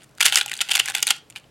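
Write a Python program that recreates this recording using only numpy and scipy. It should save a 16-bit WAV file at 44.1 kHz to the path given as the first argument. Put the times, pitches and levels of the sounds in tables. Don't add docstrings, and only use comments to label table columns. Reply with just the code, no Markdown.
import sys
import numpy as np
from scipy import signal
from scipy.fft import rfft, irfft, next_fast_len
from scipy.io import wavfile
from scipy.ndimage import map_coordinates

SR = 44100
rng = np.random.default_rng(int(sys.argv[2]) if len(sys.argv) > 2 else 0)


def persist_wave(psi):
    counts = np.round(np.clip(psi, -1, 1) * 32767).astype(np.int16)
    wavfile.write(sys.argv[1], SR, np.atleast_2d(counts).T)


def rack_gain(trim_db):
    fader = np.asarray(trim_db, float)
    return 10 ** (fader / 20)


N = 66150

# (time [s], level [dB], pitch of the struck piece [Hz], brightness [dB])
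TURN_CLICKS = [(0.1992, -31, 2350, -7), (0.206, -4.5, 2030, -6.0), (0.2099, -5, 2990, -3),
               (0.2113, -4.5, 2350, -5), (0.2142, -19, 2040, 2), (0.2249, -14, 2500, -5.5),
               (0.2269, -7.5, 3370, -5.5), (0.2309, -12.5, 1530, 1.5), (0.2445, -21.5, 3500, -7.5),
               (0.247, -14, 3000, -6), (0.2511, -13, 1700, -2.5), (0.255, -11.5, 3600, 5.5),
               (0.2568, -10, 2050, 3.5), (0.2607, -6.5, 1730, -1), (0.2628, -8.5, 4640, 2.5),
               (0.2674, -11.5, 2570, 1.5), (0.2822, -7, 3010, -9), (0.3137, -27, 2660, -4),
               (0.3239, -5.5, 3100, -7.5), (0.33, -15, 2810, -4), (0.3437, -19.5, 3060, -1),
               (0.3457, -11.5, 3220, -2), (0.35, -17, 2570, -7.5), (0.3568, -2.0, 4810, -3),
               (0.3581, -6.5, 5430, -2.5), (0.3659, -11, 3130, -5), (0.3704, -7.5, 2870, -4),
               (0.373, -10.5, 2930, -7), (0.3742, -8.5, 1950, -4.5), (0.3838, -12.5, 2470, -0.5),
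               (0.3866, -13.5, 1506, 2), (0.3937, -20, 2640, -6), (0.4004, -18.5, 2950, -5),
               (0.4111, -5.5, 3450, -14), (0.4143, -13, 3900, -9), (0.4307, -29, 2850, 1),
               (0.4608, -22, 2760, 5),
               (0.4798, -22, 2930, -6), (0.4862, -25.5, 2650, -6.5), (0.496, -21, 2400, -5),
                (0.513, -26.5, 2800, -9), (0.5157, -13.5, 2030, -10), (0.519, -22, 2670, -5.5),
                (0.5319, -20.5, 1830, -11.5), (0.5382, -18.5, 3860, -2.5), (0.5532, -30, 2600, -2),
                (0.5668, -26, 4700, -5.5), (0.575, -33, 4500, 6), (0.5905, -19.5, 3280, -11),
                (0.6058, -9, 3070, -15.5), (0.6109, -10.5, 3650, -11), (0.612, -14, 3000, -2),
                (0.6147, -10, 2690, -1), (0.6163, -13.5, 2300, -3), (0.6181, -12, 3080, -5.5),
                (0.625, -24, 2850, -8), (0.6607, -37, 3110, -8.5), (0.688, -20, 3260, -3),
                (0.6932, -11.5, 2860, -14), (0.706, -17, 3020, -10.5), (0.712, -10.5, 3220, -5),
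                (0.7151, -8, 3120, -8), (0.7165, -8, 3260, -7), (0.7193, -16.5, 2920, -4.5),
                (0.7343, -20, 2940, 1), (0.74, -11, 2860, -6), (0.752, -12, 3400, -5),
                (0.7531, -8, 2780, -3), (0.7584, -15.5, 2480, 8), (0.7694, -11.5, 2130, -4),
                (0.7775, -13, 2470, -6), (0.7947, -11.5, 2940, 0.5), (0.7968, -10, 3200, 0.5),
                (0.7991, -2, 3004, -8.5),
               (0.8495, -27, 2690.0, -9), (0.858, -21, 2300.0, 3.5), (0.8619, -18, 2070, -10),
               (0.878, -14.5, 2530, -14), (0.8846, -12.5, 1697, -5.5), (0.8945, -27, 3060, -14),
               (0.8993, -22.5, 2670, 2.5), (0.908, -30.5, 1700, -9), (0.9197, -26.5, 1530.0, -3.5),
               (0.9423, -21, 2100, -10), (0.9495, -12, 3360, -5.5), (0.9514, -11.5, 2190, 0.5),
               (0.9648, -19.5, 3470, -5), (0.9744, -21, 3150, -7.5), (0.9818, -21, 2880, -0.5),
               (0.9946, -24, 2910.0, -12), (1.0038, -30, 2660, 3), (1.0184, -36, 2500, 4),
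               (1.0265, -12, 2650.0, 2), (1.0283, -7, 2910, 1.5), (1.0291, -15, 2735, -7.5),
               (1.0322, -15.5, 3340, -5.5), (1.069, -13, 2450, 4.5), (1.0734, -13.5, 3540, -3),
               (1.0776, -9, 3890, -8), (1.0877, -21, 2960, 2.5), (1.1021, -20.5, 3020, 5),
               (1.1055, -6, 2926, -1.5), (1.1065, -3.5, 3290, -2), (1.1097, -9.5, 2810, -6),
               (1.111, -12, 4680, -7), (1.1148, -24.5, 2910, -5), (1.166, -46, 3010, 7),
               (1.181, -48, 3000, 5.5)]
FINGER_TICKS = [(0.0307, -42.5, 1570, -9.5), (0.0338, -50.5, 2280, 11), (0.0403, -46, 1407, 3),
                (0.0436, -48, 1836, 4.5), (0.0925, -51, 2600, 3.5), (0.111, -56, 1420.0, 2),
                (0.151, -57, 2330.0, 9.5), (0.177, -47, 2170, 8.5), (0.1831, -32, 1570, -8.5),
                (1.3004, -38, 2350, 6), (1.306, -39, 2330, 2), (1.3243, -40, 2830, -10),
                (1.3545, -35, 2470, -16), (1.3604, -20.5, 2430, -12), (1.364, -24.5, 3070, -13),
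                (1.3688, -28.5, 2930, -7.5), (1.3749, -36, 2580, -12.0), (1.3848, -43, 2290, 3),
                (1.398, -52.5, 2460, 5), (1.4418, -42.5, 2990, -13.5)]
# (middle [s], length [s], level [dB])
RATTLES = [(.008, 0.093, -55.5), (0.182, 0.027, -53), (0.221, 0.052, -27.5), (0.26, 0.036, -20.5),
           (0.284, 0.058, -25.5), (0.336, 0.043, -27), (0.374, 0.014, -17.5), (0.387, 0.028, -28),
           (0.404, 0.073, -34.5), (0.576, 0.38, -46), (0.616, 0.026, -29), (0.687, 0.33, -49.5),
           (0.717, 0.039, -25), (0.756, 0.03, -20.5), (0.8, 0.035, -27), (0.855, 0.095, -38.5),
           (0.879, 0.0093, -32), (0.9, 0.035, -30.5), (0.951, 0.013, -29), (0.97, 0.081, -32.5),
           (1.031, 0.017, -28), (1.085, 0.053, -28), (1.113, 0.029, -31), (1.135, 0.14, -46.5),
           (1.013, 0.022, -42.5), (1.37, 0.033, -44)]
# (time [s], level [dB])
CORE_KNOCKS = [
    (.461, -28),
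    (.899, -26.5),
    (1.032, -27.5),
    (.779, -29),
    (1.362, -43),
]
# (pitch [Hz], width [Hz], level [dB])
BODY = [(815, 91, -8), (1044, 130, -14.5), (1444, 152, -3.5), (1827, 460, -4), (2300, 900, -3.5),
        (2900, 450, 0), (3470, 494, -3.5), (4710, 840, -9.5)]
# (pitch [Hz], width [Hz], level [dB])
EDGES = [(6610, 3000, 1), (9480, 3300, 2), (12250, 4060, -6), (14600, 1000, -22.5)]
# (frequency [Hz], time to fall 60 dB [s])
ROOM_DECAY = [(1500, .25), (4700, .25), (10000, .15)]
# (frequency [Hz], level [dB])
STEREO_SPREAD = [(800, -29), (3000, -26), (7000, -17)]
# (frequency [Hz], level per Hz [dB])
HISS_COLOR = [(28, -23.5), (48, -6.5), (300, -5.5), (700, -10), (1100, -14.5), (2700, -20.5), (9000, -28),
              (16000, -37.5)]
# (pitch [Hz], width [Hz], level [dB])
FAN_HUM = [(113, 10, 1), (136, 38, 3), (55, 21, -10)]
# (loudness [dB], frequency below which it is kept [Hz])
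SIDE_ALWAYS_KEPT = [(-60, 2600), (-45, 1000), (-25, 650)]
SIDE_BORDERS = [1700, 2300, 3500, 4300]
SIDE_CHANCE = [.25, .08, .15, .12, .3]


def unit(x):
    return x / np.sqrt(np.mean(x ** 2) + 1e-20)


def along(points, hz):
    f, value = np.transpose(points)
    return np.interp(np.log(hz + 1), np.log(f + 1), value)


def filtered(x, response):
    size = next_fast_len(N + SR // 2)
    spectrum = rfft(x, size) * response(np.fft.rfftfreq(size, 1 / SR))
    return irfft(spectrum, size)[..., :N]


def ringing(x, modes):
    def shape(f):
        total = 0
        for k, (center, width, db) in enumerate(modes):
            peak = 1j * f * width / (center * center - f * f + 1j * f * width)
            total = total + (-1) ** k * rack_gain(db) * peak
        return total

    white_power = np.mean(abs(shape(np.linspace(1, SR / 2, num=2000))) ** 2)
    return filtered(x, shape) / np.sqrt(white_power)


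def clicks():
    events = TURN_CLICKS + FINGER_TICKS
    start, db, hz, bright_db = np.transpose(events)[..., None]
    t = np.arange(SR // 25) / SR
    where = (np.round(start * SR).astype(int) + np.arange(len(t))).ravel()

    def lay(rows):
        return np.bincount(where, rows.ravel(), N + SR)[:N]

    def fading(level_db, t60):
        return rack_gain(level_db - 60 * t / t60)

    rise = 1 - np.exp(-t / 0.00012)
    noise = rng.standard_normal((len(start), 2, len(t)))
    piece = fading(db, 0.0095) * rise * np.sin(2 * np.pi * hz * t)
    shell = fading(db - 5, 0.011) * rise * noise[:, 0]
    edge = fading(db + bright_db, 0.009) * rise * noise[:, 1]
    thud = fading(db - 27, 0.023) * np.sin(2 * np.pi * 400 * t)
    return lay(piece + thud) + ringing(lay(shell), BODY) + ringing(lay(edge), EDGES)


def grains():
    rate, scatter_db = 5000, 3
    chance = rng.random(N)
    size = rng.exponential(size=N)
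    sign = rng.choice([-1, 1], N)
    return unit((chance < rate / SR) * rack_gain(scatter_db * np.minimum(size, 3)) * sign)


def rattles():
    clump_rate, clump_db, edge_db = 500, 3.5, -6
    t = np.arange(N) / SR
    wander = map_coordinates(rng.standard_normal(N), [t * clump_rate])
    swell = np.zeros(N)
    for middle, length, db in RATTLES:
        swell += rack_gain(db) * np.cos(np.pi * np.clip((t - middle) / length, -.5, .5))
    swell = swell * unit(rack_gain(clump_db * wander))
    body = ringing(swell * grains(), BODY)
    edges = ringing(swell * grains(), EDGES)
    return body + rack_gain(edge_db) * edges


def core():
    note_hz, t60 = 813, .04
    t = np.arange(N) / SR
    knocks = np.zeros(N)
    for start, db in CORE_KNOCKS:
        since = t - start
        knocks += (since > 0) * rack_gain(db - 60 * abs(since) / t60) * np.sin(2 * np.pi * note_hz * since)
    return knocks


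def room(x):
    hz, t, noise = signal.stft(rng.standard_normal((2, SR // 2)), SR, nperseg=256)
    fade = rack_gain(-60 * t / along(ROOM_DECAY, hz)[:, None])
    tail = signal.istft(noise * fade, SR, nperseg=256)[1]
    late = np.pad(x, (150, 0))[None]
    return signal.fftconvolve(late, tail / np.linalg.norm(tail[0]), axes=1)[:, :N]


def air():
    hiss_db, hum_db, side_db, hum_side_db = -57, -62, -10, -6
    hiss = unit(filtered(rng.standard_normal((2, N)), lambda hz: rack_gain(along(HISS_COLOR, hz))))
    hum = unit(ringing(ringing(rng.standard_normal((2, N)), FAN_HUM), FAN_HUM))
    hum = hum * rack_gain([[0], [hum_side_db]])
    return (rack_gain(hiss_db) * hiss + rack_gain(hum_db) * hum) * rack_gain([[0], [side_db]])


def scene():
    low_cut_hz, room_dull_hz, room_db = 590, 6480, -14.5
    cube = clicks() + rattles() + core()
    cube = filtered(cube, lambda hz: 1j * hz / (low_cut_hz + 1j * hz))
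    dulled = filtered(cube, lambda hz: room_dull_hz / (room_dull_hz + 1j * hz))
    near, far = room(dulled)
    wide = filtered(np.roll(cube, 3) + far, lambda hz: rack_gain(along(STEREO_SPREAD, hz)))
    mid, side = np.array([cube + rack_gain(room_db) * near, wide]) + air()
    return np.array([mid + side, mid - side])


def low_pass(x):
    return signal.sosfilt(signal.butter(12, 16440, fs=SR, output="sos"), x)


def record(dry):
    top_hz, busy_db = 15950, -50
    clipped = dry / (1 + abs(dry) ** 8) ** (1 / 8)
    left, right = filtered(clipped, lambda hz: hz < top_hz)
    hz, _, (mid, side) = signal.stft([left + right, left - right], SR, nperseg=1024)
    level_db = 20 * np.log10(np.linalg.norm(mid[hz > 1000], axis=0) / 2 + 1e-9)
    blocks = len(level_db)
    draws = rng.random((len(SIDE_CHANCE), blocks)).repeat(2, axis=1)[:, :blocks]
    lucky = (level_db > busy_db) & (draws < np.c_[SIDE_CHANCE])
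    sure = hz[:, None] < np.interp(level_db, *np.transpose(SIDE_ALWAYS_KEPT))
    kept = sure | lucky[np.searchsorted(SIDE_BORDERS, hz)]
    mid, side = signal.istft(np.array([mid, side * kept]), SR, nperseg=1024)[1][:, :N] / 2
    return low_pass(np.array([mid + side, mid - side]))


dry = scene()
out = record(dry)
persist_wave(out)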